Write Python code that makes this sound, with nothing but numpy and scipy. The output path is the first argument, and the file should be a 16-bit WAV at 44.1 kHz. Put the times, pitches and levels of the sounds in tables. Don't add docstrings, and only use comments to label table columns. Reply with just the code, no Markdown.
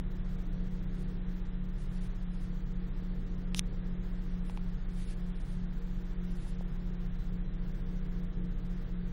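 import sys
import numpy as np
from scipy import signal
from scipy.fft import rfft, irfft, next_fast_len
from scipy.io import wavfile
from scipy.ndimage import uniform_filter1d, map_coordinates

SR = 44100
rng = np.random.default_rng(int(sys.argv[2]) if len(sys.argv) > 2 else 0)


def attenuation_scalar(level_db):
    decades = np.asarray(level_db, float) / 20
    return 10 ** decades


def pcm_store(signal):
    levels = np.round(np.clip(np.atleast_2d(signal), -1, 1) * 32767)
    wavfile.write(sys.argv[1], SR, levels.astype(np.int16).T)


N = 402191


def unit(x):
    return x / np.sqrt(np.mean(x ** 2) + 1e-20)


def along(points, hz):
    f, v = np.transpose(points)
    return np.interp(np.log(hz + 1), np.log(f + 1), v)


def wobble(rate):
    return map_coordinates(rng.standard_normal(400), [np.arange(N) * min(rate, 40) / SR])


def filtered(x, response):
    m = next_fast_len(N + SR)
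    return irfft(rfft(x, m) * response(np.fft.rfftfreq(m, 1 / SR)), m)[:N]


def modes(table):
    def response(f):
        return sum(attenuation_scalar(db) * 1j * f * width / (centre * centre - f * f + 1j * f * width)
                   for centre, width, db in table)
    return response


def noise(spectrum):
    return unit(filtered(rng.standard_normal(N), lambda hz: attenuation_scalar(along(spectrum, hz))))


def tone(hz, db):
    phase = 2 * np.pi * (np.cumsum(hz) / SR + rng.random())
    return np.sqrt(2) * attenuation_scalar(db) * np.sin(phase)


def stroke(s, length, db, rise_db_per_s, fall_db_per_s):
    t = np.arange(N) / SR - s
    rise = rise_db_per_s * np.minimum(t, 0)
    fall = fall_db_per_s * np.maximum(t - length, 0)
    return attenuation_scalar(db + rise - fall)


def machine():
    # (time [s], frequency [Hz])
    speed = [(0, 181.5), (1.15, 179.7), (1.75, 181), (2.45, 179.3), (3, 180.3), (3.75, 180.6),
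             (4.85, 178.2), (5.6, 178.9), (6.2, 179.9), (7, 178.7), (8, 178.2), (9.12, 178)]
    # (multiple of the cycle rate, level [dB rms], unsteadiness [dB])
    shaft_orders = [(2, -49, 1.5), (3, -48, 1), (4, -36, .4), (5, -60, 2), (6, -45, .6), (7, -61, 2),
                    (8, -65, 1.5), (12, -58, 2), (18, -60, 2), (24, -56, 1.5), (30, -68, 2), (36, -75, 2),
                    (42, -72, 2), (48, -69, 2), (54, -71, 2)]
    # (frequency [Hz], level [dB rms], unsteadiness [dB])
    steady = [(13.5, -58, 1.5), (38.4, -52.5, 1.2), (149.1, -54, 2.5), (463.6, -67.5, 1.5), (15607, -90, 2)]
    blade_per_cycle = 24.435
    blade_db, drift_db = -43, .6
    belt_hz, belt_depth = 3.4, .11

    knot_s, knot_hz = np.transpose(speed)
    blade_hz = np.interp(np.arange(N) / SR, knot_s, knot_hz)
    hunting = 1 + 0.00294 * wobble(3.5)
    turn = 2 * np.pi * np.cumsum(blade_hz / blade_per_cycle * hunting) / SR
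    orders = np.zeros(N)
    for k, db, shake in shaft_orders:
        gain = np.sqrt(2) * attenuation_scalar(db + shake * wobble(3.7))
        orders -= gain * np.cos(k * turn - k % 2 * np.pi / 2)

    belt = 1 + belt_depth * tone(belt_hz * (1 + .15 * wobble(1.2)), 2 * wobble(1.5))
    blade = belt * tone(blade_hz + .5 * wobble(10), blade_db + drift_db * wobble(4.5))
    steady_lines = sum(tone(hz * (1 + .002 * wobble(1.6)), db + shake * wobble(2.3)) for hz, db, shake in steady)
    return orders + blade + steady_lines


def casing():
    # (time [s], level [dB], part struck, rattle [0-1], rattle t60 [s], contact time [ms])
    ticks = [
        (3.5467, 1, "catch", .04, .004, .12),
        (3.5629, -16, "joint", .2, .003, .12),
        (3.5779, -15, "joint", .4, .005, .14),
        (3.59346, 1, "shell", .1, .004, .11),
        (4.49745, -16, "key", .04, .002, .18),
        (4.57435, -12.5, "key", .05, .002, .15),
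        (6.4668, -21, "key", .04, .002, .6),
        (6.6088, -2.5, "pad", .01, .002, 1.2),
    ]
    parts = {"catch": [(900, 900, -10), (3000, 1500, -1), (8600, 2500, -9)], "joint": [(3800, 1200, -7),
             (5700, 1100, 0), (9600, 1400, -4), (14500, 1500, -5)], "shell": [(1250, 300, 3),
             (2400, 800, 3), (3600, 700, 6), (5800, 1300, 6), (9400, 700, 11), (12100, 1000, 3)],
             "key": [(900, 230, 9), (2450, 800, -1.5), (9500, 1500, -1)], "pad": [(480, 300, 1),
             (800, 300, -5)]}
    creak_s, creak_hold_s, creak_db = 3.568, .021, -33.5
    settle_s = 3.596
    strain_db_per_s, catch_db_per_s = 1400, 4500
    radiates_hz = 1700

    blows = {part: np.zeros(N) for part in parts}
    slips = rng.standard_normal(N) * attenuation_scalar(1.5 * rng.exponential(size=N))
    strain = stroke(creak_s, creak_hold_s, creak_db, strain_db_per_s, catch_db_per_s)
    strain += stroke(settle_s, 0, creak_db - 3, catch_db_per_s, catch_db_per_s)
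    blows["joint"] += strain * np.convolve(unit(slips), [.25, .5, .25], "same")

    t = np.arange(200) / SR
    for s, db, part, rattle, t60, contact_ms in ticks:
        rebounds = rattle * rng.standard_normal(len(t)) * attenuation_scalar(-60 * t / t60)
        rebounds[0] = 1 if part in ("key", "pad") else -1
        touch = np.hanning(round(contact_ms * SR / 1000) + 2)
        blow = np.convolve(rebounds, touch / touch.sum())[:len(t)]
        blows[part][round(s * SR):][:len(t)] += attenuation_scalar(db) * blow
    blows["shell"] = filtered(blows["shell"], lambda f: (1j * f / (radiates_hz + 1j * f)) ** 2)
    return sum(filtered(blows[part], modes(parts[part])) for part in parts)


def hand():
    # (time [s], length [s], level [dB])
    strokes = [(1.006, 0.031, -68.5), (1.551, 0.0073, -71.5), (1.8, 0.018, -72), (1.941, 0.12, -66.5),
               (2.316, 0.14, -68.5), (4.303, .02, -74.5), (4.489, 0.015, -65), (4.994, 0.12, -62),
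               (5.342, 0.046, -66.5), (5.493, 0.048, -69.5), (6.283, .03, -73), (6.381, 0.18, -67)]
    # (frequency [Hz], density [dB per Hz])
    skin = [(900, -19.5), (1700, 5.5), (2800, 5.5), (4000, 3.5), (6000, 1.5), (8000, -1.5), (10000, 5),
            (11500, -10), (14000, -39.5)]
    touch_db_per_s, lift_db_per_s = 167, 147.5
    grain_db = 2.2 * wobble(35)
    pressure = sum(stroke(*row, touch_db_per_s, lift_db_per_s) for row in strokes)
    return pressure * attenuation_scalar(grain_db) * noise(skin)


def air():
    # (frequency
    # [Hz], width [Hz], level [dB rms])
    duct = [(14.1, 4.5, -56.5), (201, 6.1, -69), (111.2, 17, -54.5), (138.7, 14, -54), (177.9, 15, -60),
            (215.5, 9.4, -69), (311.6, 11, -66), (352.1, 8.3, -68), (396.7, 7.5, -69), (469.5, 17, -69.5)]
    # (frequency [Hz], density [dB per Hz])
    rumble_spectrum = [(8, -22), (14, 2), (45, -2.5), (70, -1), (150, -4.5), (195, -11), (300, -11),
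                       (480, -17.5), (700, -30.5), (1400, -79.5)]
    # (frequency [Hz], density [dB per Hz])
    hiss_spectrum = [(300, -5), (600, 7), (1000, 4), (1800, 3.5), (2600, -5), (3500, -3.5), (4500, -9),
                     (7000, -13), (11000, -23), (14300, -13.5), (15700, -13.5)]
    rumble_db, hiss_db = -49, -60

    ducts = np.zeros(N)
    for centre, width, db in duct:
        resonance = modes([(centre, width, 0)])
        band = filtered(rng.standard_normal(N), lambda f: resonance(f) ** 2)
        ducts += attenuation_scalar(db) * unit(band)
    rumble = attenuation_scalar(rumble_db + 0.2 * wobble(7.6) + 1.7 * wobble(.9)) * noise(rumble_spectrum)
    hiss = attenuation_scalar(hiss_db + 0.42 * wobble(4.8)) * noise(hiss_spectrum)
    return ducts + rumble + hiss


def bird():
    # (time [s], length [s], start frequency [Hz], end frequency [Hz], level [dB])
    chirps = [
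        (7.161, .085, 4040, 3970, -69),
        (7.435, .1, 4000, 3900, -72.5),
        (7.705, .06, 5790, 5930, -75),
        (7.95, .06, 5800, 5900, -79),
    ]
    t = np.arange(N) / SR
    out = np.zeros(N)
    for s, length, from_hz, to_hz, db in chirps:
        u = np.clip((t - s) / length, 0, 1)
        swell = np.sqrt(np.abs(np.sin(np.pi * u))) * (u < 1)
        pitch = from_hz + (to_hz - from_hz) * u + 20 * wobble(40)
        out += swell * tone(pitch, db + 2.5 * wobble(40))
    return out


def starved(x):
    # (frequency [Hz], margin [dB])
    band_margin = [(1500, 60), (4050, 11), (4400, 4.5), (5100, 2.5), (6500, 1.5), (7800, 0), (8600, -2.5),
                   (9800, -3), (11500, -4.5), (13000, -4.5), (14200, -2.5), (15300, 1)]
    usual_db, broke_db, broke_share = -1.31, 6.5, .16
    masking = 0.36
    borrow, debt = 0.29, 0.39

    frame = dict(window=signal.windows.kaiser_bessel_derived(2048, 4 * np.pi), nperseg=2048, noverlap=1024)
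    hz, t, z = signal.stft(x, SR, **frame)
    edges = np.r_[0:192:16, 192:1024:32]
    band = np.searchsorted(edges, np.arange(len(hz)), "right") - 1
    power = np.array([np.mean(np.abs(z[band == b]) ** 2, 0) for b in range(len(edges))])
    level = 10 * np.log10(power + 1e-20)
    excess = level - np.median(level, 1)[:, None]

    broke = uniform_filter1d(rng.random(len(t)), size=2) < np.sqrt(broke_share / 2)
    spare = usual_db - broke_db * broke
    spare += np.minimum(3.5 * rng.standard_normal(len(t)), 4.5)
    loud = np.maximum(np.median(excess, axis=0), 0)
    spare += borrow * loud - debt * np.roll(loud, 2)
    own = uniform_filter1d(rng.standard_normal(level.shape), size=2, axis=1) * 3.5
    margin = along(band_margin, hz[edges] + 250)[:, None]
    kept = (1 - masking) * excess + spare + own + margin > 0
    gain = np.where(kept, 1, attenuation_scalar(-45.5))
    return signal.istft(z * gain[band], SR, **frame)[1][:N]


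def scene():
    return (machine() + casing() + hand() + air() + bird())[None]


def band_limit(x):
    return signal.sosfilt(signal.butter(12, 16100, fs=SR, output="sos"), x)


def record(dry):
    limited = filtered(dry[0], lambda hz: hz < 15850)
    mix = starved(limited)[None]
    return band_limit(mix)


dry = scene()
out = record(dry)
pcm_store(out)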